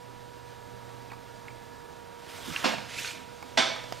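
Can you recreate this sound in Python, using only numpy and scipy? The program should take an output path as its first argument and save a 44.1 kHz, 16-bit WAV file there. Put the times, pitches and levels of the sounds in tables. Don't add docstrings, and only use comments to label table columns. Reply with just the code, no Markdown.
import sys
import numpy as np
from scipy import signal
from scipy.fft import rfft, irfft, next_fast_len
from scipy.io import wavfile
from scipy.ndimage import uniform_filter1d, map_coordinates

SR = 44100
rng = np.random.default_rng(int(sys.argv[2]) if len(sys.argv) > 2 else 0)


def magnitude_from_level(level_db):
    exponent = np.asarray(level_db, float) / 20
    return 10 ** exponent


def master(y):
    cut = np.clip(np.atleast_2d(y).T, -1, 1)
    pcm = np.round(cut * 32767)
    wavfile.write(sys.argv[1], SR, pcm.astype(np.int16))


N = 176400

# (time [s], level [dB], rattle length [s], attack [s])
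CLACKS = [
    (2.641, -25, 0.017, 0.0054),
    (3.573, -22, 0.021, .0018),
]
# (frequency [Hz], density [dB per Hz])
RATTLE_SPECTRA = [
    [(90, -25), (210, -5.5), (390, -11.5), (690, -7.5), (1700, -14.5), (3500, -11.5), (5500, -18),
     (13000, -45.5)],
    [(90, -28), (250, -7), (1580, -4), (2720, -6.5), (3500, -7.5), (4900, -8), (7300, -19.5), (14500, -49)],
]
# (frequency [Hz], level [dB], t60 [s])
BODY_MODES = [
    [(266, -8, 0.13), (681, 2, 0.11), (811.1, -9, 0.13223), (1035, -5, .18), (1900, -20, 0.1203),
     (2320, -9, 0.1854), (2640, -14, .15), (3030, -16, 0.13), (3373, -19, .1), (4150, -19.5, .15),
     (4660, -22, .12)],
    [(262, -8, 0.13), (660, -1, 0.12), (1025, -5, 0.3867), (844, -12, .35), (1270, -8, 0.2521),
     (1420, -13, 0.329), (1560, -14.5, 0.1426), (1936, -3.5, 0.16), (2240, -4, 0.2412), (2405, -12, 0.307),
     (3040, -12.5, 0.33), (3970, -12, .2), (4081.4, -21, 0.236), (4410, -3, 0.05)],
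]
# (frequency [Hz], width [Hz], gain [dB])
HOLLOWS = [
    [(424.8, 80, -3.5), (1516, 300, 0.5)],
    [(410, 88.25, -5.5), (1720, 61.76, -2), (2730, 190, -4), (3800, 150, -2.5)],
]
# (frequency [Hz], width [Hz], level [dB], t60 [s])
CASE_BLUR = (3500, 220, -30.5, .62)
# (frequency [Hz], level [dB], t60 [s])
CASE_MODES = [(3391, -38, .5), (3432, -41, .5), (3502, -36, .55), (3552, -37, .5), (3573, -39, .4)]
# (time [s], level [dB], brightness [dB])
PAPER_STROKES = [
    [(2.15, -61, 4), (2.27, -51.5, 2), (2.3, -46.5, 5), (2.44, -45, 4.5), (2.48, -41, 6.5),
     (2.55, -38, 1.5), (2.63, -38.5, 1), (2.73, -43, 2.5), (2.75, -53, -1)],
    [(2.86, -78, 6), (2.895, -46, -2.5), (2.95, -44, -1.5), (2.98, -38.5, 4), (3.02, -38.5, 4.5),
     (3.07, -36.5, 2), (3.11, -39.5, -0.5), (3.14, -47.5, 1.5), (3.22, -55.5, -5)],
]
# (frequency [Hz], density [dB per Hz])
PAPER_SPECTRA = [
    [(180, -39), (300, -7), (809, -3), (924, -2.5), (1110, -2), (3140, -6.5), (15600, -28)],
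    [(290, -52.5), (500, -11.5), (1310, -9), (1700, -5), (1910, -7), (2440, -2.5), (6590, -11.5),
     (15600, -30)],
]
# (time [s], peak [dB], pitch [Hz], t60 [s])
TICKS = [(1.098, -46, 3244, 0.01844), (1.103, -41, 2570, 0.0351), (1.117, -32, 1975, 0.017),
         (1.132, -37, 1682, 0.0167), (1.4835, -28, 2240, 0.01675), (1.503, -46, 2371, 0.05),
         (2.095, -47, 1820, 0.024), (2.539, -40.5, 2743, 0.013), (2.5625, -13, 2800, 0.02),
         (2.562, -30, 5200, .012), (2.646, -27, 3450, 0.0239), (2.657, -31, 4700, 0.01529),
         (3.021, -32, 4099, 0.01933), (3.058, -30, 3800, 0.02446), (3.069, -40, 2921, 0.01693),
         (2.965, -33.5, 2320, 0.053), (2.983, -28, 2500, 0.032), (2.987, -24, 2720, 0.031),
         (3.047, -31, 1550, .02), (3.004, -36, 1822, 0.0172), (3.047, -20, 2540, 0.01813),
         (3.086, -25, 2430, 0.028), (3.107, -39, 2497, 0.035), (3.073, -31, 4449, 0.032),
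         (3.078, -35, 6474, 0.0327), (2.563, -28, 4150, 0.015), (3.84, -37, 4730, .02),
         (3.925, -26.5, 5120, 0.015)]
# (pitch ratio [-], level [dB])
TICK_SIDE_MODES = [(1.11, -9), (.89, -9), (.6, -13), (1.5, -18)]
# (time [s], peak [dB], pitch [Hz], t60 [s])
TAPS = [(1.119, -35, 853, 0.0365), (2.642, -21.5, 1050, 0.036), (2.665, -28.5, 628.9, 0.03263),
        (3.575, -22.5, 707.6, 0.052), (2.677, -31, 950, .025), (2.689, -24, 878, .025),
        (2.738, -26.5, 698.5, 0.035), (2.783, -32, 890, 0.042), (3.622, -24, 1335, 0.048),
        (3.718, -31, 644.7, 0.029), (3.762, -30.5, 1270, .03), (1.134, -39.5, 944, 0.044),
        (2.541, -38, 1010, 0.022), (3.427, -29.5, 856.2, 0.02728), (3.84, -34, 666, .03),
        (3.924, -22, 735, 0.017), (3.937, -42, 690, 0.024)]
# (pitch ratio [-], level [dB])
TAP_SIDE_MODES = [(1.255, -2.5), (0.82, -15), (1.6, -8.5), (2.6, -4), (5.1, -13.5)]
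# (time [s], peak [dB], pitch [Hz], t60 [s])
THUDS = [(2.474, -39, 246, 0.07934), (2.481, -26.5, 229, 0.0575), (2.492, -35.5, 203, 0.086),
         (2.514, -27, 170, 0.04), (2.77, -40, 151, .1), (2.97, -43, 120, 0.089), (2.654, -24.5, 262, 0.096),
         (3.58, -26.5, 249.9, 0.11)]
# (pitch ratio [-], level [dB])
THUD_SIDE_MODES = [(1.418, -5), (0.63, -14)]
# (time [s], level [dB])
RUBBING = [(2.2, -60), (2.5, -48.5), (3.3, -56), (3.55, -55), (4, -51)]
# (frequency [Hz], density [dB per Hz])
SKIN_SPECTRUM = [(700, -26), (1500, -0.5), (4000, -2), (7000, -8), (15000, -24)]
# (frequency [Hz], t60 [s])
ROOM_T60 = [(150, 0.56), (280, 0.44), (600, 0.64), (3000, 0.61), (8000, 0.5), (14000, 0.56)]
# (time [s], pitch [Hz])
FAN_PITCH = [(0, 969.5), (.5, 959.5), (1.0, 951.5), (1.4, 948.3), (2.6, 949), (3.0, 957), (3.3, 957.5),
             (3.55, 963), (3.75, 973), (4, 976)]
# (multiple of pitch [-], rms [dB])
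FAN_ORDERS = [(.5, -55.5), (1, -53.5), (1.5, -72)]
# (frequency [Hz], width [Hz], rms [dB])
HUMS = [(119.4, 2.1, -64), (71.7, 3.8, -70), (257.63, 7.8, -65.5), (564.18, 3.043, -73.5)]
# (frequency [Hz], rms [dB])
STEADY_TONES = [(119.9, -59), (3252, -87), (3415, -77), (3871, -76.5), (4716, -75.5), (6697, -87),
                (8371, -80.5)]
# (time [s], frequency [Hz], rms [dB])
DRIFTING_WHISTLE = [(0, 1726, -70), (.75, 1697, -64.5), (1.0, 1675, -67), (1.27, 1701, -64),
                    (1.85, 1712, -62.5), (2.1, 1690, -73.5)]
# (frequency [Hz], density [dB per Hz])
AIR_SPECTRUM = [(15, -47), (25, -6), (45, -17), (90, -6), (300, -10.5), (900, -9.5), (2500, -22.5),
                (7000, -32.5), (15600, -36)]
# (time [s], level [dB])
AIR_LEVEL = [(0, -53), (.7, -51), (2.2, -51), (4, -50)]


def unit(x):
    return x / np.sqrt(np.mean(x ** 2) + 1e-20)


def along(points, hz):
    f, v = np.transpose(points)
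    return np.interp(np.log(hz + 1), np.log(f + 1), v)


def curves(rows):
    s, *cols = np.transpose(rows)
    return [np.interp(np.arange(N) / SR, s, c) for c in cols]


def wobble(rate_hz):
    knots = rng.standard_normal(int(N * rate_hz / SR) + 4)
    return map_coordinates(knots, [np.arange(N) * rate_hz / SR])


def filtered(x, response):
    m = next_fast_len(N + SR // 2)
    return irfft(rfft(x, m) * response(np.fft.rfftfreq(m, 1 / SR)), m)[..., :N]


def rush(spectrum, patchy_db, grainy_db):
    grainy = rng.standard_normal(N) * magnitude_from_level(grainy_db * wobble(400))
    z = signal.stft(grainy, nperseg=512)[2]
    field = uniform_filter1d(uniform_filter1d(rng.standard_normal(z.shape), 6, 0), 8, 1)
    x = signal.istft(z * magnitude_from_level(patchy_db * unit(field)), nperseg=512)[1][:N]
    return unit(filtered(x, lambda hz: magnitude_from_level(along(spectrum, hz))))


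def tone(hz, db, unsteady_db):
    level = np.sqrt(2) * magnitude_from_level(db + unsteady_db * wobble(14.0))
    cycles = np.cumsum(hz * np.ones(N)) / SR + rng.random()
    return level * np.sin(2 * np.pi * cycles)


def add(out, s, x):
    part = out[round(s * SR):][:len(x)]
    part += x[:len(part)]


def room(x):
    hz, t, z = signal.stft(rng.standard_normal(SR), SR, nperseg=256)
    decay = magnitude_from_level(-60 * t / along(ROOM_T60, hz)[:, None])
    tail = signal.istft(z * decay, SR, nperseg=256)[1]
    return signal.fftconvolve(np.pad(x, (200, 0)), tail / np.linalg.norm(tail))[:N]


def clacks():
    ring_db, flutter_db = -5.5, 3.5
    front_db, wet_db = 1.5, -2.5
    out, t = np.zeros(N), np.arange(SR // 2) / SR
    for (s, db, length_s, attack_s), spectrum, modes, hollows in zip(
            CLACKS, RATTLE_SPECTRA, BODY_MODES, HOLLOWS):
        attack = 1 - np.exp(-t / attack_s)
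        held = magnitude_from_level(-60 * np.maximum(t - length_s, 0) / 0.23)
        front = magnitude_from_level(front_db - 60 * t / 0.039)
        ring = np.zeros(len(t))
        for hz, level_db, t60_s in modes:
            envelope = magnitude_from_level(level_db + ring_db - 60 * t / t60_s + flutter_db * wobble(60.88)[:len(t)])
            ring += envelope * np.sin(2 * np.pi * (hz * t + rng.random()))
        rattle = rush(spectrum, patchy_db=1, grainy_db=1)[:len(t)]
        rattle = rattle / np.sqrt(uniform_filter1d(rattle ** 2, size=441))
        hit = np.zeros(N)
        add(hit, s, magnitude_from_level(db) * attack * ((held + front) * rattle + ring))

        def weak(f):
            return magnitude_from_level(sum(depth_db / (1 + ((f - hz) / width_hz) ** 2) for hz, width_hz, depth_db in hollows))
        out += filtered(hit + magnitude_from_level(wet_db) * room(hit), weak)
    return out


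def case_ring():
    hz, width_hz, db, t60_s = CASE_BLUR
    t = np.maximum(np.arange(N) / SR - CLACKS[1][0], 0)
    noise = rng.standard_normal(N)
    blur = unit(filtered(noise, lambda f: 1 / (1 + ((f - hz) / width_hz) ** 2)))
    beats = sum(magnitude_from_level(level_db - 60 * t / life_s) * np.sin(2 * np.pi * (f * t + rng.random()))
                for f, level_db, life_s in CASE_MODES)
    return (magnitude_from_level(db - 60 * t / t60_s) * blur + beats) * (1 - np.exp(-t / 0.00271))


def paper():
    out = np.zeros(N)
    for rows, spectrum in zip(PAPER_STROKES, PAPER_SPECTRA):
        start, end = (rows[0][0] - 0.05, -90, 0), (rows[-1][0] + 0.15, -90, 0)
        db, tilt_db = curves([start] + list(rows) + [end])
        x = rush(spectrum, patchy_db=2.1, grainy_db=1.0) * magnitude_from_level(1.13 * wobble(70))
        bright = filtered(x, lambda hz: 1 / (1 + (4500 / (hz + 1)) ** 2))
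        out += magnitude_from_level(db) * (magnitude_from_level(-tilt_db) * (x - bright) + magnitude_from_level(tilt_db) * bright)
    return out


def knocks(rows, side_modes, attack_s, crack_db, size):
    out, t = np.zeros(N), np.arange(SR // 8) / SR
    for s, db, hz, t60_s in rows:
        ring = np.zeros(len(t))
        for ratio, level_db in [(0.98, 0.0028)] + list(side_modes):
            envelope = magnitude_from_level(level_db + rng.normal(0, 0.761) - 60 * t * np.sqrt(ratio) / t60_s)
            ring += envelope * np.sin(2 * np.pi * ratio * hz * t)
        noise = uniform_filter1d(rng.standard_normal(len(t)), size=size) * np.sqrt(size / 3)
        crack = magnitude_from_level(crack_db - 60 * t / 0.009254) * noise
        add(out, s - attack_s, magnitude_from_level(db) * (1 - np.exp(-t / attack_s)) * (ring + crack))
    return out


def ticks():
    return knocks(TICKS, TICK_SIDE_MODES, attack_s=0.001227, crack_db=-6, size=7)


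def taps():
    return knocks(TAPS, TAP_SIDE_MODES, attack_s=0.00062, crack_db=-0.5, size=4)


def thuds():
    return knocks(THUDS, THUD_SIDE_MODES, attack_s=0.0032, crack_db=-30, size=9)


def hands():
    level = magnitude_from_level(curves(RUBBING)[0] + 0.82 * wobble(16))
    return level * rush(SKIN_SPECTRUM, patchy_db=1.0, grainy_db=0.5)


def fan():
    pitch_hz = curves(FAN_PITCH)[0]
    return sum(tone(k * pitch_hz, db, unsteady_db=-0.06) for k, db in FAN_ORDERS)


def hums():
    out = np.zeros(N)
    for hz, width_hz, db in HUMS:
        noise = rng.standard_normal(N)
        out += magnitude_from_level(db) * unit(filtered(noise, lambda f: 1 / (1 + (2 * (f - hz) / width_hz) ** 2)))
    return out


def whistles():
    steady = sum(tone(hz, db, unsteady_db=1) for hz, db in STEADY_TONES)
    fade_db = -30 * np.clip(np.arange(N) / SR - 2.3, 0, 1)
    hz, db = curves(DRIFTING_WHISTLE)
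    return steady + tone(hz, db + fade_db, unsteady_db=1.5)


def room_air():
    level = magnitude_from_level(curves(AIR_LEVEL)[0] + 0.23 * wobble(2.4194))
    return level * rush(AIR_SPECTRUM, patchy_db=0.68, grainy_db=0.06)


def scene():
    small_wet_db, near_wet_db = -14.5, -10.5
    small = ticks() + taps()
    near = thuds() + paper() + hands() + case_ring()
    wet = magnitude_from_level(small_wet_db) * room(small) + magnitude_from_level(near_wet_db) * room(near)
    background = room_air() + hums() + fan() + whistles()
    one = clacks() + small + near + wet + background
    return np.array([one, one])


def top_cut(x):
    return signal.sosfilt(signal.butter(12, 15780, fs=SR, output="sos"), x)


def record(dry):
    corner_hz, damping, in_phase_hz, top_hz = 600, 1.4, 1720, 15620
    left_db, left_low_db, hiss_db = -3.5, -3.5, -84
    stray_db, stray_t60_s = -9.5, 0.03

    def left(hz):
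        u = 1j * hz / corner_hz
        low = magnitude_from_level(left_low_db) * u * u / (1 + damping * u + u * u)
        return np.where(hz < in_phase_hz, low, magnitude_from_level(left_db))

    x = filtered(dry, lambda hz: 2 / (1 + left(hz)) * np.array([left(hz), np.ones(len(hz))]))
    t = np.arange(SR // 20) / SR
    smear = rng.standard_normal(len(t)) * magnitude_from_level(-60 * t / stray_t60_s)
    stray = signal.fftconvolve(x[0], magnitude_from_level(stray_db) * smear / np.linalg.norm(smear))[:N]
    noise = rng.standard_normal(N)
    hiss = magnitude_from_level(hiss_db) * filtered(noise, lambda hz: np.sqrt(1 + 2500 / (hz + 30)))
    x[0] += filtered(hiss + stray, lambda hz: hz < in_phase_hz)
    return top_cut(filtered(x, lambda hz: hz < top_hz))


dry = scene()
out = record(dry)
master(out)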